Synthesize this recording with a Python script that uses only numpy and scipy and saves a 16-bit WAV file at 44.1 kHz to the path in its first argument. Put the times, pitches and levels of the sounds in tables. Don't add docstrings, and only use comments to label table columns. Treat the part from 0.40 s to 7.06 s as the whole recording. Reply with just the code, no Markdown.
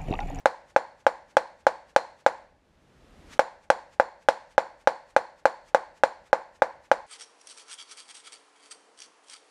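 import sys
import numpy as np
from scipy import signal
from scipy.fft import rfft, irfft
from scipy.io import wavfile
from scipy.ndimage import uniform_filter1d, map_coordinates

SR = 44100
rng = np.random.default_rng(int(sys.argv[2]) if len(sys.argv) > 2 else 0)


def wrap_up_sound(samples):
    columns = np.atleast_2d(samples).T
    tamed = np.clip(columns, -1, 1)
    steps = np.round(tamed * 32767).astype(np.int16)
    wavfile.write(sys.argv[1], SR, steps)


def nominal_scale(level):
    x = np.asarray(level, float) / 20
    return 10 ** x


N = 293868
SPAN = SR // 2

# pitch_hz, density_db_per_hz
RUMBLE_SPECTRUM = [(15, -23.5), (30, 1), (75, 0), (140, -9), (300, -26), (600, -70.5)]
HISS_SPECTRUM = [(60, -31.5), (150, -3), (300, -4.5), (600, -10), (1300, -15.5), (3000, -21.5),
                 (7000, -30.5), (12500, -39), (13500, -47), (16000, -54)]
# pitch_hz, density_db_per_hz
SHOT_SPECTRUM = [(400, -19.5), (900, -1), (1900, -0.5), (3400, -6.5), (7200, -9.5), (11000, -20),
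                 (15000, -31)]
# start_s, sharp_knock_db, bite_db, metal_crack_db
BLOWS = [(0.0575, 1.3, 2.1, -32.5), (0.3627, -0.1, 1, -37), (0.6662, 0.1, -0.5, -35.5),
         (0.9688, 0.5, -1.5, -31.4), (1.2675, -0.2, -2.5, -32.5), (1.5624, 0.5, -1.3, -29),
         (1.8634, -0.5, 3.6, -33), (2.9933, 0, 10.2, -32), (3.3019, 1.2, 0.5, -30), (3.5985, 1, -12, -38.5),
         (3.8866, 0.8, -12.5, -28.5), (4.1799, 0.2, -6.5, -35.5), (4.4733, 0, 4, -33.5),
         (4.7643, 0.5, -4, -34), (5.055, 0.1, -6, -34), (5.3468, -1.5, -3, -35.5), (5.6357, 1, -11, -32),
         (5.9299, 0, -1, -37.5), (6.2207, 0.1, -1, -38.5), (6.5152, 0.7, -4.9, -34)]
EARLIER_BLOW = (-0.1043, -3, 0, -40.5)
# pitch_hz, width_hz, level_db,
# side (+1 moving towards the microphone, -1 away)
HOLLOW_MODES = [(389, 540, 15.31, 1), (420, 638, 15.58, -1), (533, 92, 13.2, 1), (769, 63, 11.4, 1),
                (864, 47, 17.4, -1)]
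SHARP_MODES = [(1562, 305, 21, -1)]
BITE_MODES = [(2174, 55, 12.1, -1)]
# pitch_hz, density_db_per_hz
CRACK_SPECTRUM = [(1410, -28.5), (2400, 0), (4230, -5.5), (4820, -17.5), (5450, -6), (7180, -13.5),
                  (10500, -21), (15000, -62.5)]
# pitch_hz, level_db, t60_s
SHAFT_PARTIALS = [(3350, -8, 0.27), (4170, -2.5, 0.33), (4420, -4.5, 0.41), (5540, -10, .2),
                  (7100, -6, 0.28)]
# pitch_hz, density_db_per_hz
BENCH_SPECTRUM = [(120, -42.5), (310, -19.5), (420, -20), (510, -4.5), (700, -8), (850, -10.5),
                  (1020, -6.5), (1220, -12.5), (1550, -11.5), (2200, -15), (2900, -28.5), (4300, -24),
                  (9000, -41.5), (14000, -61.5)]
ROOM_SPECTRUM = [(150, -47), (310, -18), (420, -21), (510, -8.5), (690, -9.5), (830, 2), (1020, -4),
                 (1230, -18), (1600, -12), (2050, -19.5), (3000, -32), (4400, -31), (9000, -41.5),
                 (14000, -67)]
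# pitch_hz, t60_s
BENCH_T60 = [(150, 0.23), (600, 0.21), (2000, 0.097), (5000, 0.088), (12000, 0.15)]
ROOM_T60 = [(250, 0.17), (520, 0.63), (850, 0.38), (1800, 0.49), (5000, 0.47), (8000, 0.44), (12000, .4)]
# pitch_hz, share_0_to_1
REPEATS = [(300, .95), (2000, .85), (5000, .4), (10000, .1)]
# pitch_hz, level_db
CAPSULE = [(10000, -0.5), (13500, -4), (15500, -8), (16200, -50)]

SHOT_DB, SHOT_SCATTER_DB = -64, -1.75
SHOT_LEAD_S = 0.058
USUAL_CRACK_DB, FORCE_PER_CRACK, FORCE_PER_SHARP = -33.7, 0.07, -0.35
EARLIER_DB = -17
RING_SCATTER_DB = 2.5
RECOVER_DB, RECOVER_S, HOLD_S = 5.5, 0.15, 0.32
CLIMB_DB_PER_S, CLIMB_TOP_DB = 19.5, 13.5


def unit(x):
    return x / np.sqrt(np.mean(x ** 2) + 1e-20)


def along(points, hz):
    f, v = np.transpose(points)
    return np.interp(np.log(hz + 1), np.log(f + 1), v)


def coloured(x, spectrum):
    hz = np.fft.rfftfreq(x.shape[-1], 1 / SR)
    return unit(irfft(rfft(x) * nominal_scale(along(spectrum, hz)), x.shape[-1]))


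def add(track, s, sound):
    track[round((s + 1) * SR):][:len(sound)] += sound


def air():
    lumps_per_s = 22
    knots = rng.standard_normal(int(N * lumps_per_s / SR) + 4)
    lumps = map_coordinates(knots, [np.arange(N) * lumps_per_s / SR])
    rumble = nominal_scale(-74.5 + 1.5 * lumps) * coloured(rng.standard_normal(N), RUMBLE_SPECTRUM)
    return rumble + nominal_scale(-73.5) * coloured(rng.standard_normal(N), HISS_SPECTRUM)


def shot():
    swell = np.zeros(N + 2 * SR)
    t = np.arange(SR // 5) / SR - 0.1
    shape = np.exp(np.minimum(t, 0) / 0.025) * np.exp(-np.maximum(t, 0) / 0.014)
    for s, *_ in BLOWS:
        level_db = SHOT_DB + SHOT_SCATTER_DB * rng.standard_normal()
        add(swell, s - 0.1 - SHOT_LEAD_S, nominal_scale(level_db) * shape)
    clicks = rng.standard_normal(N) * nominal_scale(1.3 * rng.exponential(size=N))
    return uniform_filter1d(swell[SR:][:N], 200) * coloured(clicks, SHOT_SPECTRUM)


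def force_db(s, sharp_db, crack_db):
    from_crack = FORCE_PER_CRACK * (crack_db - USUAL_CRACK_DB)
    return from_crack + FORCE_PER_SHARP * sharp_db + EARLIER_DB * (s < 0)


def modes(rows, f):
    total = 0
    for centre, width, db, side in rows:
        damping = 1j * f * width
        total = total + side * nominal_scale(db) * damping / (centre * centre - f * f + damping)
    return total


def knock(sharp_db, bite_db):
    f = np.fft.rfftfreq(SPAN, 1 / SR)
    body = modes(HOLLOW_MODES, f) + nominal_scale(sharp_db) * modes(SHARP_MODES, f) + nominal_scale(bite_db) * modes(BITE_MODES, f)
    push = 1 / (1 + 1j * f / 603) ** 3
    bass_cut = (1j * f / (50 + 1j * f)) ** 3
    return nominal_scale(30.0) * irfft(body * push * bass_cut, SPAN)


def crack(t):
    snap = nominal_scale(-60 * t / 0.0087) + nominal_scale(-7 - 60 * t / 0.037)
    return coloured(rng.standard_normal(SPAN), CRACK_SPECTRUM) * snap * (1 - np.exp(-t / 0.00027))


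def blurred(hz, t, width_hz):
    knots = rng.standard_normal((2, SPAN // 40))
    slow = [map_coordinates(k, [t * width_hz]) for k in knots]
    return slow[0] * np.sin(2 * np.pi * hz * t) + slow[1] * np.cos(2 * np.pi * hz * t)


def ring(t):
    total = np.zeros(SPAN)
    for hz, level, t60 in SHAFT_PARTIALS:
        level_db = level + RING_SCATTER_DB * rng.standard_normal()
        total += nominal_scale(level_db - 60 * t / t60) * blurred(hz, t, width_hz=230)
    return total * (1 - np.exp(-t / 0.0013))


def bright(spectrum, crack_db):
    return [(hz, level + 0.5 * (crack_db + 33.5) * (hz > 2500)) for hz, level in spectrum]


def echo(common, spectrum, t60s, rise):
    noises = np.array([common, rng.standard_normal(SPAN)])
    hz, t, z = signal.stft(coloured(noises, spectrum), SR, nperseg=256)
    share = along(REPEATS, hz)[:, None]
    decay = nominal_scale(-60 * t / along(t60s, hz)[:, None])
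    z = (np.sqrt(share) * z[0] + np.sqrt(1 - share) * z[1]) * decay
    build_up = 1 - np.exp(-(np.arange(SPAN) / SR / rise) ** 2)
    return signal.istft(z, SR, nperseg=256)[1][:SPAN] * build_up


def mallet():
    track, t = np.zeros(N + 2 * SR), np.arange(SPAN) / SR
    near, far = rng.standard_normal((2, SPAN))
    for s, sharp_db, bite_db, crack_db in [EARLIER_BLOW] + list(BLOWS):
        metal = nominal_scale(crack_db + 8.5) * crack(t) + nominal_scale(0.5 * crack_db - 38) * ring(t)
        bench = nominal_scale(-24.0) * echo(near, bright(BENCH_SPECTRUM, crack_db), BENCH_T60, rise=0.0011)
        room = nominal_scale(-34.5) * echo(far, bright(ROOM_SPECTRUM, crack_db), ROOM_T60, rise=0.0022)
        blow = knock(sharp_db, bite_db) + metal + bench + room
        add(track, s, nominal_scale(force_db(s, sharp_db, crack_db)) * blow)
    return track[SR:][:N]


def scene():
    return (mallet() + shot() + air())[None]


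def top_cut(x):
    return signal.sosfilt(signal.butter(12, 15880, fs=SR, output="sos"), x)


def record(dry):
    t = np.arange(N) / SR
    loud = np.roll(np.abs(dry[0]) > 0.3, -round(0.012 * SR))
    since = t - np.maximum.accumulate(np.where(loud, t, EARLIER_BLOW[0]))
    recovery_db = RECOVER_DB * (1 - np.exp(-since / RECOVER_S))
    climb_db = np.clip(CLIMB_DB_PER_S * (since - HOLD_S), 0, CLIMB_TOP_DB)
    x = dry * nominal_scale(uniform_filter1d(recovery_db + climb_db, size=40))
    x = x / (1 + np.abs(x / 1.01) ** 12) ** (1 / 12)
    x = irfft(rfft(x) * nominal_scale(along(CAPSULE, np.fft.rfftfreq(N, 1 / SR))), N)
    return top_cut(x)


dry = scene()
out = record(dry)
wrap_up_sound(out)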